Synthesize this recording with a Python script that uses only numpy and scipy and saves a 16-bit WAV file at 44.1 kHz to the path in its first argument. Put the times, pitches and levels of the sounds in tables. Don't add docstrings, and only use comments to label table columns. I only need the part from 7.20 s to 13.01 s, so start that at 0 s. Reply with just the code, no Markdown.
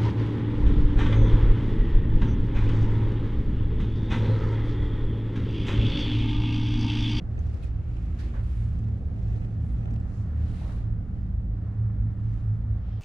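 import sys
import numpy as np
from scipy import signal
from scipy.fft import rfft, irfft
from scipy.io import wavfile

SR = 44100
rng = np.random.default_rng(int(sys.argv[2]) if len(sys.argv) > 2 else 0)


def to_wav(s):
    ch = np.atleast_2d(s).T
    pcm = np.round(np.clip(ch, -1, 1) * 32767)
    wavfile.write(sys.argv[1], SR, pcm.astype(np.int16))


N = 256220
TIME, FREQS = np.arange(N) / SR, np.fft.rfftfreq(N, 1 / SR)


def gain_of(db):
    return 10 ** (np.asarray(db) / 20)

def unit_rms(x):
    return x / np.sqrt(np.mean(x ** 2) + 1e-20)

def spectrum(points):
    hz, value = np.transpose(points)
    return np.interp(np.log(FREQS + 1), np.log(hz + 1), value)

def follow(rows):
    s, *columns = np.transpose(rows)
    return [np.interp(TIME, s, column) for column in columns]

def panned(lean_db):
    return gain_of(np.array([[lean_db], [-lean_db]]) / 2)

def wander(rate_hz):
    return unit_rms(irfft(rfft(rng.standard_normal(N)) / (1 + (FREQS / rate_hz) ** 4), N))

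def hump(centre_hz, width_hz):
    return 1 / (1 + ((FREQS - centre_hz) / width_hz * 2) ** 2)

def in_cabin(colour, drive):
    # f/Hz, correlation
    coherence = [(30, 0.93), (120, 0.99), (250, 0.97), (500, 0.83), (1000, 0.15), (2000, 0.2), (4000, 0.35),
                 (8000, -0.18), (12000, 0.66)]
    # f/Hz, level difference/dB
    balance = [(30, -7), (120, -0.5), (250, -1.5), (500, -1.5), (1000, -1.4), (2000, 0.5), (4000, -1.5),
               (8000, -1.3), (12000, 2)]
    left, independent = rfft(drive)
    same = np.clip(spectrum(coherence), -1, 1)
    right = same * left + np.sqrt(1 - same ** 2) * independent
    lean = gain_of(spectrum(balance) / 2)
    return unit_rms(irfft(np.array([left * lean, right / lean]) * colour, N))

def noise(colour):
    return in_cabin(colour, rng.standard_normal((2, N)))

def resonance(pitch_hz, level_db, stray_hz, rate_hz, uneven_db):
    cycles = np.cumsum(pitch_hz + stray_hz * wander(rate_hz)) / SR + rng.random()
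    tone = gain_of(uneven_db * wander(rate_hz)) * np.sin(2 * np.pi * cycles)
    return gain_of(level_db) * unit_rms(tone)

def cabin_drone(throb_hz=4.41, throb_depth=0.34, first_throb_s=.085):
    # t/s, level/dB
    swell = [(0.0, -39), (.3, -36), (.4, -39.5), (.6, -34), (1.05, -40.5), (1.22, -34), (1.32, -33.5),
             (1.42, -31.5), (1.55, -33), (1.77, -29.5), (1.87, -47), (1.98, -31), (2.17, -26), (2.235, -33),
             (2.29, -34.5), (2.47, -30), (2.54, -44), (2.6, -30.5), (2.7, -26.5), (2.8, -33.5), (2.9, -47),
             (3.0, -27), (3.12, -44.5), (3.22, -30.5), (3.34, -35.5), (3.41, -36), (3.48, -42), (3.66, -30),
             (3.8, -35.5), (3.91, -39), (4.0, -35), (4.25, -35), (4.4, -33.5), (4.58, -26), (4.88, -29),
             (4.96, -32), (5.08, -29), (5.2, -32), (5.31, -27), (5.43, -32.5), (5.51, -28.5), (5.68, -36),
             (5.8, -30.5)]
    # t/s, f/Hz
    pitch = [(0, 109.6), (1.4, 110.3), (3.6, 109.2), (4.1, 107.1), (5.8, 107.9)]
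    (level_db,), (pitch_hz,) = follow(swell), follow(pitch)
    throb = 1 + throb_depth * np.cos(2 * np.pi * throb_hz * (TIME - first_throb_s))
    drone = resonance(pitch_hz, level_db, stray_hz=1.474, rate_hz=9.8, uneven_db=1.64)
    return throb * drone * panned(lean_db=-1.5)

def cabin_booms(upper_hz=74.66):
    # t/s, level/dB
    lower_swell = [(0.0, -34.5), (1.52, -30), (1.66, -45), (1.8, -38), (2.1, -28), (2.28, -51.5),
                   (2.58, -26.5), (2.96, -40), (3.72, -30.5), (3.8, -35.5), (4.24, -30), (4.58, -41),
                   (4.78, -25.5), (4.96, -41), (5.14, -29.5), (5.32, -36.5), (5.52, -30), (5.8, -38.5)]
    # f/Hz, relative level/dB
    mode_pair = [(51.5, -2.5), (57, -3.5)]
    # t/s, level/dB
    upper_swell = [(0.0, -45), (0.26, -30), (0.42, -36), (0.66, -37.5), (0.8, -48.5), (0.92, -29.5),
                   (1.1, -39), (1.29, -33.5), (1.39, -34.5), (1.5, -27), (1.66, -35.5), (1.72, -28),
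                   (1.8, -41), (1.87, -26.5), (2.02, -53), (2.11, -30.5), (2.28, -43), (2.42, -27.5),
                   (2.52, -42), (2.79, -31.5), (2.94, -45), (3.13, -27), (3.24, -27), (3.3, -41.5),
                   (3.39, -31.5), (3.47, -38), (3.54, -36), (3.82, -43.5), (4.19, -30.5), (4.32, -49),
                   (4.44, -28.5), (4.54, -46.5), (4.64, -32), (4.9, -42), (5.28, -44.5), (5.6, -29),
                   (5.8, -37.5)]
    (lower_db,), (upper_db,) = follow(lower_swell), follow(upper_swell)
    lower = sum(resonance(hz, lower_db + db, stray_hz=3.234, rate_hz=9.67, uneven_db=1.5)
                for hz, db in mode_pair)
    upper = resonance(upper_hz, upper_db, stray_hz=1.61, rate_hz=7.8, uneven_db=1.9)
    return (lower + upper) * panned(lean_db=-0.5)

def panel_hums(low_hz=190.8, high_hz=229.4):
    # t/s, low hum level/dB, high hum level/dB
    swells = [(0, -60.5, -57.5), (.9, -67, -58.5), (1.12, -56, -46.5), (1.35, -55, -61),
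              (1.65, -50.5, -44.5), (2.2, -45.5, -56), (2.6, -47.5, -47.5), (3.2, -43.5, -54),
              (3.6, -47.5, -57.5), (4.05, -46, -52.5), (4.35, -47, -62.5), (4.7, -42, -50),
              (5.2, -50, -59.5), (5.5, -52, -47.5), (5.8, -47, -59.5)]
    low_db, high_db = follow(swells)
    low = resonance(low_hz, low_db, stray_hz=2.4, rate_hz=14, uneven_db=3.0)
    high = resonance(high_hz, high_db, stray_hz=2.4, rate_hz=10, uneven_db=3.0)
    return (low + high) * panned(lean_db=-2.0)

def rolling(crossover_hz=240, deep_db=-37):
    # f/Hz, relative density level/dB
    roar_colour = [(4, -16.5), (14, -2), (40, 3.5), (90, 4.5), (130, -2), (200, -7.5), (260, -10.5),
                   (340, -18.5), (480, -22), (620, -25.5), (780, -29.5), (1000, -46), (2000, -62.5),
                   (5000, -88.5)]
    # t/s, gain of the upper roar/dB, gain of the frame's shaking/dB
    strength = [(0, -33.5, -1), (.35, -33.5, 0.5), (.6, -38, 1), (1.0, -36.5, -2), (1.45, -37, 2),
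                (1.8, -33.5, 0.5), (2.2, -33, 1.5), (2.45, -35, 2.5), (2.75, -34, 3), (3.0, -35.5, 0.5),
                (3.4, -34.5, 2), (3.9, -37, 2.5), (4.5, -37, -2.5), (4.9, -38.5, 1.5), (5.81, -38, -4.5)]
    # f/Hz, width/Hz, level before the shaking gain/dB
    panel_modes = [(33, 6.5, -42.5), (86.3, 13, -45.5), (120.6, 2.9, -52.5), (148.3, 32, -53),
                   (160, 12, -48.5), (173.3, 6.6, -51), (286, 30, -60.5)]
    roar_db, shake_db = follow(strength)
    roar = noise(gain_of(spectrum(roar_colour)))
    deep = irfft(rfft(roar) / (1 + (FREQS / crossover_hz) ** 6), N)
    panels = sum(gain_of(db) * noise(hump(hz, width)) for hz, width, db in panel_modes)
    frame = gain_of(shake_db) * (gain_of(deep_db) * deep + panels)
    return frame + gain_of(roar_db) * (roar - deep)

def window_air(flutter_db=.5):
    # f/Hz, relative density level/dB
    air_colour = [(200, -13.5), (550, -4.5), (760, 5.5), (950, 1.5), (1300, 3.5), (1550, -1), (1800, -1),
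                  (2400, -11.5), (3300, -17.5), (4400, -22), (6500, -29), (9500, -36), (11000, -47.5),
                  (13000, -54.5)]
    # t/s, level/dB
    swell = [(0, -60.5), (.9, -60.5), (1.3, -59.5), (1.8, -62.5), (2.3, -62.5), (2.7, -60.5), (3.2, -58),
             (3.7, -60.5), (4.3, -64.5), (4.42, -60), (4.85, -61), (5.1, -61.5), (5.81, -60.5)]
    air_db, = follow(swell)
    return gain_of(air_db + flutter_db * wander(rate_hz=13)) * noise(gain_of(spectrum(air_colour)))

def stroke(middle_s, length_s):
    return np.exp(-((TIME - middle_s) / length_s * 2) ** 2)

def clothing(rustle_db=-77, grain_db=1.0, flutter_db=1.0):
    # f/Hz, relative density level/dB
    cloth_colour = [(300, -15), (900, -1.5), (1900, 5), (2700, 3), (4100, -3), (5000, -5), (7300, -7.5),
                    (8400, -12), (9400, -11.5), (11000, -21), (12500, -21.5), (14000, -34.5)]
    # middle t/s, length/s, level/dB
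    swishes = [(0.325, 0.43, -65.5), (0.446, 0.089, -63), (0.842, 0.54, -66.5), (1.008, 0.045, -59),
               (1.065, 0.24, -63), (1.34, 0.48, -63.5), (1.635, 0.67, -70), (2.115, 0.4, -65.5),
               (2.548, 0.67, -68.5), (2.958, 0.32, -71.5), (3.30, 0.33, -64.5), (3.45, 0.36, -60.5),
               (4.003, 0.33, -76.5), (5.145, 0.36, -69.5)]
    power = gain_of(rustle_db) ** 2
    power += sum((gain_of(db) * stroke(s, length)) ** 2 for s, length, db in swishes)
    grains = rng.standard_normal((2, N)) * gain_of(grain_db * wander(rate_hz=900))
    flutter = gain_of(flutter_db * wander(rate_hz=45))
    return np.sqrt(power) * flutter * in_cabin(gain_of(spectrum(cloth_colour)), grains)

def rubs_and_ticks():
    # middle t/s, length/s, level/dB, centre f/Hz, width/Hz
    bursts = [(0.297, 0.32, -75, 4290, 3550), (0.3442, .0022, -58, 5300, 3000),
              (0.431, 0.012, -59, 3500, 1300), (0.437, 0.016, -59, 2650, 700),
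              (0.438, .022, -68.5, 9200, 4000), (0.457, 0.082, -69, 4000, 2500),
              (0.77, 0.0034, -57, 2900, 1000), (0.828, 1, -70, 2410, 1015), (0.965, 0.86, -54, 325, 101.6),
              (1.008, .04, -75, 9800, 4000), (1.04, 0.094, -68, 4300, 2480), (1.005, .04, -56.5, 1650, 500),
              (1.066, 0.14, -61, 1880, 2460), (1.16, 0.091, -51.5, 406, 259),
              (1.24, 0.0023, -67, 10300, 4500), (1.362, 0.31, -77, 9160, 3540),
              (1.5905, 0.0014, -63.5, 5400, 2400), (1.641, .0016, -59, 3900, 3000),
              (2.164, .008, -69, 4200, 3500), (2.17, 0.13, -80, 6200, 1400), (2.249, .002, -55, 1900, 3200),
              (2.48, 0.15, -78, 8800, 3510), (2.528, 0.011, -72, 9100, 2500),
              (2.658, 0.0053, -59, 2600, 1500), (2.672, 0.23, -60.5, 687, 500),
              (2.662, .006, -72, 5500, 2500), (2.712, 0.011, -72, 6270, 1100),
              (2.7402, 0.0015, -56.5, 6000, 5500), (2.763, 0.0074, -61, 2900, 3000),
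              (2.801, 0.0012, -66, 6870, 2500), (2.97, 0.2, -71, 5800, 5000), (3.428, 0.38, -69, 3940, 896),
              (3.363, .2, -75.5, 9000, 3470), (3.515, 0.16, -73.5, 8400, 5000),
              (3.484, 0.14, -57.5, 560, 400), (5.77, 0.31, -68.5, 3000, 2600),
              (5.758, 0.23, -84, 5350, 700)]
    return sum(gain_of(db) * stroke(s, length) * noise(hump(centre_hz, width_hz))
               for s, length, db, centre_hz, width_hz in bursts)

def grip_creaks(slips_per_s=70, uneven_db=3, thump_db=1, tick_db=-21):
    # start t/s, end t/s, greatest clack level/dB
    creaks = [(0.178, 0.453, -52), (2.039, 2.248, -45), (2.568, 2.807, -48.5)]
    rows = []
    for start, end, db in creaks:
        for place, size in rng.random((round((end - start) * slips_per_s), 2)):
            clack_db = db + uneven_db * np.log(size + 1e-3)
            rows.append((start + place * (end - start), clack_db + thump_db, clack_db, clack_db + tick_db))
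    return rows

def shell_ring(t, low_hz, high_hz, rise_cycles=0.5):
    # f/Hz, relative level/dB, T60/s
    shell_modes = [(110, 4.5, 0.035), (343, 0, .014), (560, -7.5, .01), (760, 6, 0.032), (1070, -9.5, .008),
                   (1320, 10, 0.005), (1740, 1.5, 0.0079), (2540, -4.5, 0.015), (3320, -8, 0.007),
                   (4700, -7.5, .004), (5900, 1, 0.0054), (6600, -1, .0045), (7440, -6.5, 0.0072),
                   (9000, -12, 0.0051), (11600, -17.5, .003)]
    sound = np.zeros(len(t))
    for hz, db, t60 in shell_modes:
        if low_hz < hz < high_hz:
            decay = gain_of(db + 2 * rng.standard_normal() - 60 * t / t60)
            rise = 1 - np.exp(-t * hz / rise_cycles)
            sound += decay * rise * np.sin(2 * np.pi * hz * rng.uniform(0.93, 1.05) * t)
    return sound / abs(sound).max()

def handling(echo_db=-9, echo_t60_s=0.062):
    # t/s, thump level/dB, clack level/dB, tick level/dB
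    knocks = [(0.1799, -31, -37, -64), (0.1915, -33, -43, -50), (0.268, -34, -49, -61),
              (0.2984, -32, -50, -61), (0.344, -29, -44, -56), (0.444, -30, -48, -54),
              (0.567, -36, -51, -68.5), (0.689, -36, -46, -65), (0.767, -42, -42, -60),
              (1.5903, -41, -47, -56.5), (1.6405, -43.5, -45, -66), (1.686, -39, -43.5, -65),
              (1.962, -38, -43, -63), (1.994, -31, -56, -68), (2.084, -37, -45, -64),
              (2.16, -37.5, -41, -65), (2.2214, -43, -40, -69), (2.2475, -41, -42, -67),
              (2.585, -39, -44, -64), (2.608, -46, -50, -64), (2.631, -44, -45.5, -69),
              (2.6585, -35.5, -42.5, -65), (2.682, -43, -38, -70), (2.707, -39.5, -41, -64),
              (2.71, -45, -45, -61), (2.734, -49, -37.5, -66), (2.762, -39, -40, -65),
              (2.8005, -37, -41, -63)]
    t, out = np.arange(SR // 10) / SR, np.zeros((2, N))
    rocking = np.array([[-1], [1]])
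    for s, thump_db, clack_db, tick_db in knocks + grip_creaks():
        thump = gain_of(thump_db) * shell_ring(t, 0, 600)
        clack = gain_of(clack_db) * shell_ring(t, 600, 3000)
        tick = gain_of(tick_db) * shell_ring(t, 3000, SR / 2)
        direct = rocking * (thump + clack) + panned(lean_db=-6) * tick
        reflections = rng.standard_normal((2, len(t))) * gain_of(-60 * t / echo_t60_s)
        reflections /= np.linalg.norm(reflections[0])
        echo = signal.fftconvolve((clack + tick)[None], reflections, axes=1)[:, :len(t)]
        start = round(s * SR)
        out[:, start:start + len(t)] += direct + gain_of(echo_db) * echo
    return out

def squeaks():
    # middle t/s, length/s, level/dB, f/Hz, rms deviation/Hz
    rubs = [(0.438, 0.017, -58.5, 2550, 69.8), (5.747, 0.22, -76, 3190, 14), (5.745, 0.14, -84, 5190, 90)]
    tones = sum(stroke(s, length) * resonance(hz, db, stray_hz, rate_hz=80, uneven_db=5.0)
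                for s, length, db, hz, stray_hz in rubs)
    return tones * panned(lean_db=-1)

def cloth_pushes(attack_s=.01, release_s=0.029, jerk_db=1.0, jerk_hz=90):
    # start t/s, hold/s, level/dB, centre f/Hz, width/Hz
    rubs = [(0.984, 0.014, -58.5, 3900, 3800), (1.131, 0.045, -51.5, 1100, 1350),
            (3.406, 0.051, -54, 740, 746), (3.484, .016, -52, 980, 1100)]
    out = np.zeros((2, N))
    for start, hold, db, centre_hz, width_hz in rubs:
        age = TIME - start
        attack = np.clip(age / attack_s, 0, 1)
        release = np.exp(-np.maximum(age - attack_s - hold, 0) / release_s)
        out += gain_of(db) * attack * release * noise(hump(centre_hz, width_hz))
    return out * gain_of(jerk_db * wander(jerk_hz))

def scene():
    ride = cabin_drone() + cabin_booms() + panel_hums() + rolling() + window_air()
    return ride + clothing() + rubs_and_ticks() + handling() + squeaks() + cloth_pushes()

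def record(dry, edge_hz=13600):
    lowpass = signal.butter(14, edge_hz, fs=SR, output="sos")
    return signal.sosfiltfilt(lowpass, dry * signal.windows.tukey(N, .002))


dry = scene()
out = record(dry)
to_wav(out)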